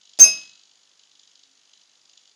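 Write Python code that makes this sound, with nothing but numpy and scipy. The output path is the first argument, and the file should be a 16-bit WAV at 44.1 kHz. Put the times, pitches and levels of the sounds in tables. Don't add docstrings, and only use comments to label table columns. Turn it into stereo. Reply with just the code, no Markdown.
import sys
import numpy as np
from scipy import signal
from scipy.fft import rfft, irfft, next_fast_len
from scipy.io import wavfile

SR = 44100
rng = np.random.default_rng(int(sys.argv[2]) if len(sys.argv) > 2 else 0)


def voltage_ratio(decibels):
    exponent = np.asarray(decibels, float) / 20
    return 10 ** exponent


def bounce(signal):
    frames = np.transpose(np.atleast_2d(signal))
    limited = np.clip(frames, -1, 1)
    pcm = np.round(limited * 32767).astype(np.int16)
    wavfile.write(sys.argv[1], SR, pcm)


N = 103635


def in_time(rows):
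    s, *columns = np.transpose(rows)
    return [np.interp(np.arange(N) / SR, s, c) for c in columns]


def ring(clicks, hz, t60):
    shrink, turn = voltage_ratio(-60 / (t60 * SR)), 2 * np.pi * hz / SR
    return signal.lfilter([0, np.sin(turn)], [1, -2 * shrink * np.cos(turn), shrink * shrink], clicks + 1e-18)


def fading(clicks, fade_s):
    return signal.lfilter([1], [1, -np.exp(-1 / (fade_s * SR))], clicks + 1e-18)


def band(x, low_hz, high_hz, order=2):
    return signal.sosfilt(signal.butter(order, [low_hz, high_hz], "band", fs=SR, output="sos"), x)


def sides(right_db):
    return voltage_ratio(np.array([[0], [right_db]]))


# (time [s], left level [dB], right level [dB])
FACING = [
    (.188, -40.5, -48.5),
    (.2, -8.5, -21.5),
    (.2045, 0.96, -15),
    (.215, 1.6, 0.25),
    (.232, 1.14, 1.2),
    (.241, 0, 0),
    (.25, -15, -5),
    (.262, -14.5, -16.5),
    (.45, -53.5, -54.5),
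]


def ringing_face():
    face_hz, twin_hz, twin_db = 6345, 6326, -18
    upper_hz, upper_db, upper_stops_s = 7636, -26, 0.26
    wobble_db, wobble_hz = -17.5, 150
    t = np.arange(N) / SR
    turn = 2 * np.pi * t + np.array([[0], [3e-5]])
    upper_level = voltage_ratio(upper_db - 2500.0 * np.maximum(t - upper_stops_s, 0))
    tones = np.sin(face_hz * turn) + voltage_ratio(twin_db) * np.sin(twin_hz * turn)
    tones += upper_level * np.sin(upper_hz * turn)
    wobble = band(rng.standard_normal((2, N)), face_hz - wobble_hz, face_hz + wobble_hz)
    tones += voltage_ratio(wobble_db) * wobble / wobble.std() * np.where(t > upper_stops_s, 3.0, .5)
    start, end = FACING[0][0], FACING[-1][0]
    level_db = np.array(in_time(FACING)) - 200.0 * np.maximum(t - end, 0)
    return tones * voltage_ratio(level_db) * (t > start)


# (time [s], metal level [dB], mug level [dB], thud level [dB], crack level [dB])
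CONTACTS = [(.1891, -22, -43, -32, -16.5), (.1957, -14.5, -35.5, -34, -13.5),
            (.198, -20.5, -37, -36.5, -5.5), (.2036, -17.5, -41.5, -33, -9.5), (.223, -18, -39, -39, -17),
            (0.235, -23, -31.5, -42.5, -18.5), (0.2421, -19.5, -27, -41.5, -20),
            (0.2521, -30, -27.5, -35.5, -18), (0.262, -31, -29.5, -35, -26), (.279, -34, -38, -40, -29),
            (.33, -47.5, -53, -61, -47)]


def struck(modes, column, spread_db):
    rows, out = np.array(CONTACTS), np.zeros((2, N))
    at = (rows[:, 0] * SR).astype(int)
    luck_db = spread_db * rng.standard_normal((len(rows), len(modes)))
    for k, (hz, db, t60, right_db) in enumerate(modes):
        clicks = np.zeros(N)
        clicks[at] = voltage_ratio(rows[:, column] + db + luck_db[:, k])
        tone = ring(clicks, hz, t60)
        later = 1 + 3 * k % 7
        out += [tone, voltage_ratio(right_db) * np.roll(tone, later)]
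    return out


# (pitch [Hz], level [dB], 60 dB fade [s], right level [dB])
METAL = [(5066, 0.5, 0.26, -7), (5085, -12.5, 0.17, -5), (5783, -12.5, .15, 9), (6067, -4, .1, -7.5),
         (6490, -12.5, .15, -7), (6800, -5, .22, -9.5), (8048, -24, .2, -6), (8220, -21.5, 0.3, -9),
         (8568, -12.5, .19, -6), (11115, -11, 0.1389, -2.5), (13600, -22.5, .1, -3.5),
         (10100, -22.5, 0.11, -6), (12200, -21, .06, -4)]


def metal_piece():
    return struck(METAL, column=1, spread_db=4.0)


# (pitch [Hz], level [dB], 60 dB fade [s], right level [dB])
MUG = [
    (2567, 2, 0.42, -5),
    (2657.7, -3, .41, -3),
    (2465, -10, .2, -4),
    (3838, -3.5, .35, -6),
    (1546, -11.5, .08, -3),
]


def mug():
    return band(struck(MUG, column=2, spread_db=1.5), 1000, 5000)


# (pitch [Hz], level [dB], 60 dB fade [s], right level [dB])
THUD = [
    (215, -14, 0.29, -13),
    (318, -0.5, 0.1097, -12.5),
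    (450, -8, 0.0601, -10.5),
    (635, -3.5, 0.08, -11.5),
    (708, -1.5, 0.11, -12),
    (790, -2.5, 0.086, -10),
    (1080, -4.5, 0.052, -6.5),
    (2000, -3, 0.076, -5.5),
]


def thud():
    return band(struck(THUD, column=3, spread_db=5.0), 170, 2500)


def cracks():
    clicks = np.zeros(N)
    for s, *_, crack_db in CONTACTS:
        clicks[int(s * SR)] = voltage_ratio(crack_db)
    burst = fading(clicks, 0.002) * rng.standard_normal((2, N))
    return band(burst, 3000, 8500) * sides(-17.5)


# (low limit [Hz], high limit [Hz], level [dB], 60 dB fade [s])
SCATTER = [
    (150, 320, -17, .6),
    (300, 1090, -19.5, 0.48),
    (900, 2400, -14, 0.67),
    (2398, 5000, -12, 0.51),
    (5000, 9600, -5.5, 0.27),
    (7500, 9493, -20.5, 0.26),
]


def scatter():
    power, out = np.zeros(N), 0
    for s, _, _, thud_db, _ in CONTACTS:
        power[int(s * SR)] = voltage_ratio(2 * thud_db)
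    rise = np.exp(-1 / (0.0039 * SR))
    power = signal.lfilter([1 - rise], [1, -rise], power + 1e-18)
    for low_hz, high_hz, db, t60 in SCATTER:
        shape = np.sqrt(signal.lfilter([1], [1, -voltage_ratio(-120 / (t60 * SR))], power))
        noise = band(rng.standard_normal((2, N)), low_hz, high_hz)
        out = out + voltage_ratio(db) * shape * noise / noise.std()
    return out * sides(-8)


# (time [s], level [dB])
EFFORT = [
    (0, -35),
    (.18, -38),
    (.26, -23.5),
    (.36, -23),
    (.45, -28),
    (.6, -37),
    (.8, -40),
    (1.2, -41.5),
    (2.35, -40.5),
]
# (delay [s], level [dB], right level [dB])
PULSE = [
    (0, -9.5, -11),
    (.0006, 0, -11),
    (.0026, -3, -11.5),
    (.0032, -0.5, -9.5),
    (.0102, -14, -5.5),
    (.0128, -19, -4.5),
]
# (pulse number [count], extra level [dB])
KICKS = [(2, 6), (4, 4), (6, 8), (8, 6), (29, 3), (31, 3), (35, 3), (49, 9), (51, 4), (55, 8), (57, 5),
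         (59, 8), (61, 5), (63, 9), (65, 4), (67, 9), (69, 5), (71, 7), (78, 4), (84, 3), (86, 9), (88, 3),
         (90, 6), (102, 4), (104, 9), (106, 5), (108, 9), (110, 2), (112, 5), (113, 4)]
# (pitch [Hz], level [dB], 60 dB fade [s])
CASE = [(2950, -4.5, .008), (3420, -2, .008), (4090, -3, .006), (4470, -6, .008), (4790, -2, .008),
        (5600, -5, 0.0051), (6060, -5, 0.00598), (6680, -1.5, .006), (7070, -5.5, 0.0063)]


def servo():
    period_s, first_s, jitter_db, kick_gain = .02, .0121, 2, 1.3
    trim_db, rattle_db, rattle_s = -11, -18.5, 0.0024
    count = int((N / SR - .028) / period_s)
    extra_db = jitter_db * rng.standard_normal((count, len(PULSE)))
    kick_share = np.where(np.arange(len(PULSE)) < 2, .5, kick_gain)
    for number, db in KICKS:
        extra_db[round(number)] += db * kick_share
    clicks = np.zeros((2, N))
    for k, (delay, db, right_db) in enumerate(PULSE):
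        at = np.round((first_s + delay + period_s * np.arange(count)) * SR).astype(int)
        clicks[:, at] += voltage_ratio(db + extra_db[:, k]) * sides(right_db) * (-1) ** k
    clicks *= voltage_ratio(in_time(EFFORT)[0] + trim_db)
    rattle = fading(np.abs(clicks), rattle_s) * rng.standard_normal((2, N))
    drive = clicks + voltage_ratio(rattle_db) * rattle
    case = np.zeros((2, N))
    for k, (hz, db, t60) in enumerate(CASE):
        case += (-1) ** k * voltage_ratio(db) * ring(drive, hz, t60)
    return band(case, 2583, 7450, order=4)


def room(x):
    t60_s, cut_hz, level_db, right_db = 0.36, 5400, -18.5, -9.5
    size = next_fast_len(N + SR)
    hz, out = np.arange(size // 2 + 1) * SR / size, np.zeros((2, N))
    spectrum = rfft(x, size)
    for k, lag in enumerate(rng.uniform(.006, .035, 20)):
        dulling = 1 + 1j * hz / cut_hz * lag * 10
        loop = voltage_ratio(-60 * lag / t60_s) / dulling * np.exp(-2j * np.pi * hz * lag)
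        echoes = irfft(spectrum * loop / (1 - loop), size)[:N]
        out[k % 2] += echoes * (-1) ** (k // 2)
    return out * voltage_ratio(level_db) * sides(right_db)


# (pitch [Hz], level [dB per Hz])
HISS = [
    (30, -30),
    (70, -22),
    (220, -9.5),
    (2300, -7),
    (3400, -5.5),
    (6900, -3.5),
    (7700, -14.5),
    (11000, -23.5),
    (13000, -46),
]


def hiss():
    level_db, right_db, alike = -60.5, -8, .4
    hz, points = np.arange(N // 2 + 1) * SR / N + 1, np.array(HISS)
    colour = voltage_ratio(np.interp(np.log(hz), np.log(points[:, 0]), points[:, 1]))
    left, other = irfft(rfft(rng.standard_normal((2, N))) * colour, N)
    right = alike * left + np.sqrt(1 - alike ** 2) * other
    return voltage_ratio(level_db) / left.std() * np.array([left, voltage_ratio(right_db) * right])


# (time [s], pitch [Hz], level [dB])
MOAN = [
    (1.0, 290, -95.5),
    (1.18, 300, -80.5),
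    (1.3, 305.2, -85.5),
    (1.42, 284.3, -78),
    (1.5, 261.4, -71),
    (1.58, 295, -79.5),
    (1.65, 300, -100),
]


def moan():
    hz, db = in_time(MOAN)
    return voltage_ratio(db) * np.sin(2 * np.pi * np.cumsum(hz) / SR) * np.array([[1], [.5]])


def scene():
    drop = band(metal_piece() + cracks() + mug() + thud(), 170, 13700)
    ticks = servo()
    echoes = room(drop[0] + 1.2 * ticks[0])
    return ringing_face() + drop + scatter() + ticks + echoes + hiss() + moan()


def low_pass(x):
    return signal.sosfilt(signal.butter(12, 20000, fs=SR, output="sos"), x)


def record(dry):
    mix = np.clip(dry, -1, 1)
    return low_pass(mix)


dry = scene()
out = record(dry)
bounce(out)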